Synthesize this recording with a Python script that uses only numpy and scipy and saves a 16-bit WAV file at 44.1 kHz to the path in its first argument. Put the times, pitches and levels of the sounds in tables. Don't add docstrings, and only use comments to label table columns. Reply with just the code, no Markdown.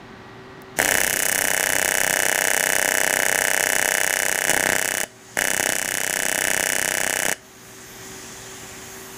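import sys
import numpy as np
from scipy import signal
from scipy.fft import rfft, irfft
from scipy.io import wavfile
from scipy.ndimage import uniform_filter1d

SR = 44100
rng = np.random.default_rng(int(sys.argv[2]) if len(sys.argv) > 2 else 0)


def magnitude_from_level(level_db):
    exponent = np.asarray(level_db, float) / 20
    return 10 ** exponent


def unload_wav(signal):
    wavfile.write(
        sys.argv[1],
        SR,
        np.round(np.clip(np.atleast_2d(signal).T, -1, 1) * 32767).astype(np.int16),
    )


N = 404397

# first reversal in seconds, end in seconds, current cycles per second.
BURNS = [
    (.81676, 5.04, 32.01042),
    (5.41011, 7.33, 32.01137),
]
POSITIVE_S = .01105


def evened(x):
    return x / np.sqrt(np.mean(x ** 2) + 1e-20)


def read(points, hz):
    f, value = np.transpose(points)
    return np.interp(np.log(hz + 1), np.log(f + 1), value)


def noise(points, treble_db=0., patchy_db=3.0, dip_hz=0., dip_db=0.):
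    frames, hz = N // 128 + 5, np.fft.rfftfreq(512, 1 / SR)[:, None]
    a, b, patches = rng.standard_normal((frames, 257, 3)).T
    patches = uniform_filter1d(patches, size=4, axis=0)
    patches = evened(uniform_filter1d(patches, size=70, axis=1))
    frame_at = np.arange(frames) * 128
    treble, dip = (np.interp(frame_at, np.arange(N), c * np.ones(N)) for c in (treble_db, dip_hz))
    field_db = read(points, hz) + patchy_db * patches
    field_db += np.clip((hz - 8500) / 3500, 0, 1) * treble
    for share, depth in ((1, 1), (1.16, .6), (.81, .5)):
        field_db += depth * dip_db * np.exp(-.5 * ((hz - share * dip) / 400) ** 2)
    spectra = (a + 1j * b) * magnitude_from_level(field_db) * (hz < 15300)
    return evened(signal.istft(spectra, nperseg=512, noverlap=384)[1][:N])


def fan():
    # pitch in Hz, level in dB per Hz.
    air_colour = [(15, -46), (25, -14), (232, -5.5), (329, -8), (387, -11), (563, -13.5), (756, -11),
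                  (1940, -16), (2530, -22), (4110, -25.5), (15300, -58)]
    # pitch in Hz, level in dB.
    hum = [(118.4, -54), (238, -54), (382.2, -48), (769.8, -60), (1152, -60), (1534, -65), (1916, -57)]
    t = np.arange(N) / SR
    hz = np.linspace(0, SR / 2, 2049)
    taps = signal.firwin2(4097, hz, magnitude_from_level(read(air_colour, hz)), fs=SR)
    air = signal.oaconvolve(rng.standard_normal(N), taps, "same")
    waver = evened(uniform_filter1d(rng.standard_normal((len(hum), N)), size=6000, axis=1))
    lines = np.zeros(N)
    for (pitch, db), w in zip(hum, waver):
        lines += magnitude_from_level(db + 4 + 1.6 * w) * np.sin(2 * np.pi * (pitch * t + w / 30))
    return magnitude_from_level(-41.5) * evened(air) + lines


def gas():
    # pitch in Hz, level in dB per Hz.
    gas_colour = [(760, -50), (1300, -16), (1670, -0.5), (2680, -7), (3390, -6), (4090, -10), (5860, -4.5),
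                  (6500, 0.5), (8950, -9.5), (9720, -5.5), (11100, -15), (11600, -17), (13400, -11),
                  (15300, -16)]
    # time in seconds, hiss in dB, treble in dB as the cup turns, bench echo dip in Hz.
    flow = [(.755, -66, 2, 9300), (.77, -34, 0, 9000), (5.05, -45.5, 0, 11300), (5.35, -38.5, -1, 11300),
            (7.35, -50, -2, 10500), (7.45, -41.5, 3, 9000), (7.6, -41, 3, 9500), (7.7, -40.5, 7, 12500),
            (7.82, -39.5, 0, 11500), (7.9, -40, 5, 8750), (8.0, -39.5, 1, 8700), (8.07, -39.5, 2, 11400),
            (8.5, -39, 0, 11600), (8.8, -40, 2, 11400), (9.0, -40.5, 8, 11200), (9.17, -40.5, 5, 11100)]
    # time in seconds, peak in dB, pitch in Hz.
    valve = [
        (.62, -34, 9000),
        (.777, -34, 163),
    ]
    t = np.arange(N) / SR
    at, *curves = np.transpose(flow)
    flow_db, treble_db, dip_hz = (np.interp(t, at, c) for c in curves)
    out = magnitude_from_level(flow_db) * noise(gas_colour, treble_db, patchy_db=1.3, dip_hz=dip_hz, dip_db=-7.)
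    (tick_s, tick_db, tick_hz), (puff_s, puff_db, puff_hz) = valve
    hiss = signal.lfilter(*signal.butter(1, tick_hz, "high", fs=SR), rng.standard_normal(N))
    out += magnitude_from_level(tick_db) * hiss * np.exp(-.5 * ((t - tick_s) / 0.0009) ** 2)
    puff = np.sin(2 * np.pi * puff_hz * t) * np.exp(-.5 * ((t - puff_s) / 0.0061) ** 2)
    return out + magnitude_from_level(puff_db) * puff


def controls(s):
    # time in seconds, current in dB, pool size in dB, arc length in dB.
    pedal = [(.83, -1, -0.5, 4), (.95, 2, -1.5, 6), (1.15, -3.5, -7, 1), (1.4, -0.5, -0.5, 1.5),
             (1.9, 0.5, 1, 3), (2.6, 1, 2, 3), (3.299, 1.5, 2, 1), (3.9, 1.5, 0, 2), (4.3, -1, -2, -0.5),
             (4.72, -1, -0.5, -1.5), (5.0, -4, -6.5, 1), (5.42, 0.5, -1.5, 0.5), (5.7, -5.5, -5.5, 3),
             (5.85, -4.5, -8.5, -4), (6.1, -3.5, -4.5, -0.5), (6.5, -1, -3, 3), (7.02, -2.5, -1.5, -1),
             (7.3, -3, -3.5, 1.5)]
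    # time in seconds, spread in seconds, flare in dB.
    flares = [
        (.92, 0.064, 3),
        (4.56, 0.047, 5.5),
        (4.7, .07, 6),
        (5.42, 0.026, 2),
        (5.6, .012, 5.5),
        (5.69, 0.043, 7),
        (6.5, 0.12, 1.5),
        (7.28, 0.05, 3.5),
    ]
    at, current, pool, length = np.transpose(pedal)
    flare = np.max([db * np.exp(-.5 * ((s - mid) / spread) ** 4) for mid, spread, db in flares], axis=0)
    return np.array([np.interp(s, at, current), np.interp(s, at, pool), flare, np.interp(s, at, length)])


def arc_treble(s):
    return -5 - 0.4 * s


def push(s):
    current, pool, flare, length = controls(s)
    fed = s > 4.45
    calm_db = 1.2 * np.minimum(pool, 0) * (s < 4.45)
    return -16.5 + 7.5 * fed + calm_db + 0.21 * flare


def reversals():
    # time in seconds, snap in dB, thump in dB, knock in dB.
    strays = [
        (0.7891, -17, -20, -20),
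        (0.8012, -19, -13.5, -9),
        (4.4959, -9, -17, -15),
        (4.5093, -14, -22, -22),
        (4.5682, -38, -19, -20),
        (5.039, -35.7, -23, -25),
        (5.3725, -21, -19, -18),
        (5.3902, -14.5, -21, -11.5),
        (5.606, -28.5, -25, -25),
        (5.6975, -30, -41, -25),
    ]
    # dB at full current, then dB per dB of current,
    # of pool, of flare and of arc length.
    to_plus = [(-16, 0, 0.036, 0.094, 0.63), (-21.5, -0.35, 0.81, .9, .1), (-26, -0.5, 1.2, 0.99, 0)]
    to_minus = [(-16.5, 0.64, 0, 0.041, .2), (-23, 1.7, 0.11, 0.62, 0), (-14.5, 0.98, 0.013, 0.45, 0)]
    t = np.arange(N) / SR
    rows, gates = [(*row, 0) for row in strays], np.zeros((2, N))
    for start, end, rate in BURNS:
        for law, late, positive in ((to_plus, 0, 1), (to_minus, POSITIVE_S, 0)):
            at, law = np.arange(start + late, end, 1 / rate), np.array(law)
            levels_db = law[:, :1] + law[:, 1:] @ controls(at)
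            rows += list(zip(at, *levels_db, positive + 0 * at))
        burning = (t > start - .028) & (t < end)
        gates += [burning & ((t - start) * rate % 1 < POSITIVE_S * rate), burning]
    return np.array(rows), gates


def burst(hz, centre_s, spread_s):
    t = np.arange(1024) / SR - centre_s
    x = np.cos(2 * np.pi * hz * t) * np.exp(-.5 * (t / spread_s) ** 2)
    return rfft(x / np.linalg.norm(x, axis=-1, keepdims=True)) * np.sqrt(.003 * SR)


def snap_colour(hz):
    # pitch in Hz, level in dB.
    snap_points = [(1700, -42.5), (2350, 4), (3000, -9), (4600, -9), (5550, -4), (5850, 1), (7500, 4.5),
                   (8800, -2), (10200, 4), (11300, -6.5), (12700, -5.5), (14200, -3.5), (15300, -7),
                   (16500, -30)]
    # delay in seconds, level in dB.
    echoes = [(.00034, -13), (.00082, -15), (.00143, -16), (.00197, -16), (.0024, -22)]
    snap_db = read(snap_points, hz)
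    log_gain = np.log(magnitude_from_level(np.r_[snap_db, snap_db[-2:0:-1]]))
    snap = 1j * np.exp(np.conj(signal.hilbert(log_gain)))[:len(hz)]
    scatter = 1
    for k, (s, db) in enumerate(echoes):
        scatter = scatter + (-1) ** k * magnitude_from_level(db) * np.exp(-2j * np.pi * hz * s)
    snap *= scatter
    return snap * np.sqrt(.003 * SR / np.mean(abs(snap) ** 2))


def cracks(rows):
    # pitch in Hz, level in dB.
    ringing = [(2593, -33), (2960, -25.5), (3470, -37.5), (5790, -36)]
    hz, t, lead = np.fft.rfftfreq(1024, 1 / SR), np.arange(1024) / SR, 128 / SR
    s, db, positive = rows[:, 0], rows[:, 1:4], rows[:, 4:]
    chance = rng.standard_normal((len(rows), 7))
    vary_db = (.25 + .55 * positive) * chance[:, :3] * [.8, 1.2, 1.1]
    size = magnitude_from_level(db + np.array([-1., -1.2, -.8]) + vary_db)
    snap_size, thump_size, knock_size = size.T[:, :, None]
    treble_db = arc_treble(s)[:, None] + 6
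    unrest = thump_size * magnitude_from_level(push(s))[:, None]
    spit = rng.standard_normal((len(rows), 1024)) * np.exp(-t / .0002)
    spit = rfft(spit / np.linalg.norm(spit, axis=1, keepdims=True))
    snap = snap_colour(hz) * (.97 + .18 * spit)
    held = np.clip(t / 0.0023, 0, 1) * np.clip((.0095 - t) / 0.000079, 0, 1)
    whine = rfft(held * sum(magnitude_from_level(level) * np.sin(2 * np.pi * f * t) for f, level in ringing))
    z = snap * magnitude_from_level(treble_db * np.clip((hz - 10500) / 1000, 0, 1))
    z = z + (2 * positive - 1) * whine * magnitude_from_level(11)
    z *= snap_size * np.exp(-2j * np.pi * hz * (lead - .0001))
    z -= thump_size * burst(704, lead + 0.00033 + 0.00018 * positive, 0.00073)
    z += unrest * burst(258, lead + 0.002, 0.0012)
    z -= thump_size * magnitude_from_level(-10.0) * burst(619, lead + 0.005236 + 0.000072 * positive, 0.0025)
    z -= thump_size * magnitude_from_level(-14.0) * burst(470, lead + 0.00441, 0.0027)
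    z += knock_size * magnitude_from_level(-10.0) * burst(2162, lead + 0.00052, 0.0016)
    z += knock_size * magnitude_from_level(-17.0) * burst(1720, lead + 0.0076, 0.0056)
    z += knock_size * (1 - 2 * positive) * burst(1754, lead + .0001 + 0.00045 * positive, 0.00064)
    pop_hz = 2100 * np.exp(0.26 * chance[:, 4:5])
    pop = burst(pop_hz, lead + 0.000637 + 0.00022 * chance[:, 5:6], 0.00017)
    z += magnitude_from_level(-1.) * unrest * positive * np.tanh(chance[:, 6:]) * pop
    splinter = burst(3500, lead + 0.00042, 0.00018)
    z += knock_size * positive * unrest / thump_size * magnitude_from_level(1.5) * splinter
    place = (s - lead) * SR + 0.045 * chance[:, 3]
    z *= np.exp(-2j * np.pi * hz * (place[:, None] % 1) / SR)
    out = np.zeros(N)
    np.add.at(out, place.astype(int)[:, None] + np.arange(1024), irfft(z))
    return out


def sizzle(gates):
    # pitch in Hz, level in dB per Hz.
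    sizzle_colour = [(60, -6.5), (150, -4.2), (300, -1.4), (600, 0.0), (1150, -11), (1800, -0.9),
                     (2900, -6.7), (4500, -15), (5800, -7.8), (7500, -5.3), (10000, -5.7), (12700, -10.6),
                     (14500, -6.8), (15300, -10.6)]
    roar_colour = [(60, -5.3), (150, -2.2), (300, 0.0), (600, -0.9), (1150, -12), (1800, -2.9),
                   (2900, -11.4), (4500, -19), (5800, -13.3), (7500, -14.3), (10000, -15.4), (12700, -19.3),
                   (14500, -17.4), (15300, -19.1)]
    t = np.arange(N) / SR
    current, pool, flare, length = controls(t)
    positive, burning = uniform_filter1d(gates, size=40, axis=1)
    spots = magnitude_from_level(2.5 * evened(uniform_filter1d(rng.standard_normal(N), size=30)))
    fizz = evened(spots * noise(sizzle_colour, arc_treble(t) + 1.8))
    fizz_db = -29 + 0.27 * current + 0.42 * flare
    roar_db = -39.25 + 0.18 * current + 12.5 * np.exp(-abs(t - BURNS[0][0]) / 0.69)
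    high = signal.butter(6, 5700, "high", fs=SR, output="sos")
    bright = evened(signal.sosfilt(high, fizz))
    skin = magnitude_from_level(-22.5) * np.exp(-.5 * ((t - 1.29) / 0.21) ** 2)
    return positive * (magnitude_from_level(fizz_db) * fizz + skin * bright) + magnitude_from_level(roar_db) * burning * noise(roar_colour)


def shop(x):
    # delay in seconds, level in dB.
    bench = [(.00524, -50), (.00718, -21), (.0083, -29)]
    # pitch in Hz, level in dB.
    walls = [(100, 7.5), (450, 2.5), (640, 10), (900, -12), (1150, 2), (1500, 5.5), (1900, 1), (2300, 3.5),
             (3500, 8.5), (4500, 9.5), (5300, 9.5), (6000, 1.5), (10000, -0.5), (16000, -7)]
    taps = np.zeros(SR // 2)
    at = np.arange(140, len(taps) - 20, 20)
    taps[at + rng.integers(0, 20, len(at))] = rng.choice([-1., 1.], len(at))
    taps *= magnitude_from_level(-35 - 60 * np.arange(len(taps)) / SR / .28)
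    for delay, db in bench:
        taps[round(delay * SR)] += magnitude_from_level(db)
    taps = irfft(rfft(taps) * magnitude_from_level(read(walls, np.fft.rfftfreq(len(taps), 1 / SR))))
    return x + signal.oaconvolve(x, taps)[:N]


def scene():
    rows, gates = reversals()
    arc = shop(cracks(rows)) + sizzle(gates)
    return (magnitude_from_level(9.0) * arc + fan() + gas())[None]


def low_pass(x):
    return signal.sosfilt(signal.butter(12, 16640, fs=SR, output="sos"), x)


def record(dry):
    power_db = 10 * np.log10(abs(uniform_filter1d(dry[0] ** 2, size=200, origin=99)) + 1e-12)
    fall = np.arange(N) * 12.0 / SR
    over_db = np.clip(power_db + 32, 0, 8.5)
    over_db = np.maximum.accumulate(over_db + fall) - fall
    ducked = dry / magnitude_from_level(uniform_filter1d(over_db, size=400))
    limited = np.tanh(ducked / 1.357) * 1.188
    edge = signal.firwin2(511, [0, 16400, 16650, SR / 2], [1, 1, 0, 0], fs=SR)
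    return low_pass(signal.oaconvolve(limited, edge[None], "same"))


dry = scene()
out = record(dry)
unload_wav(out)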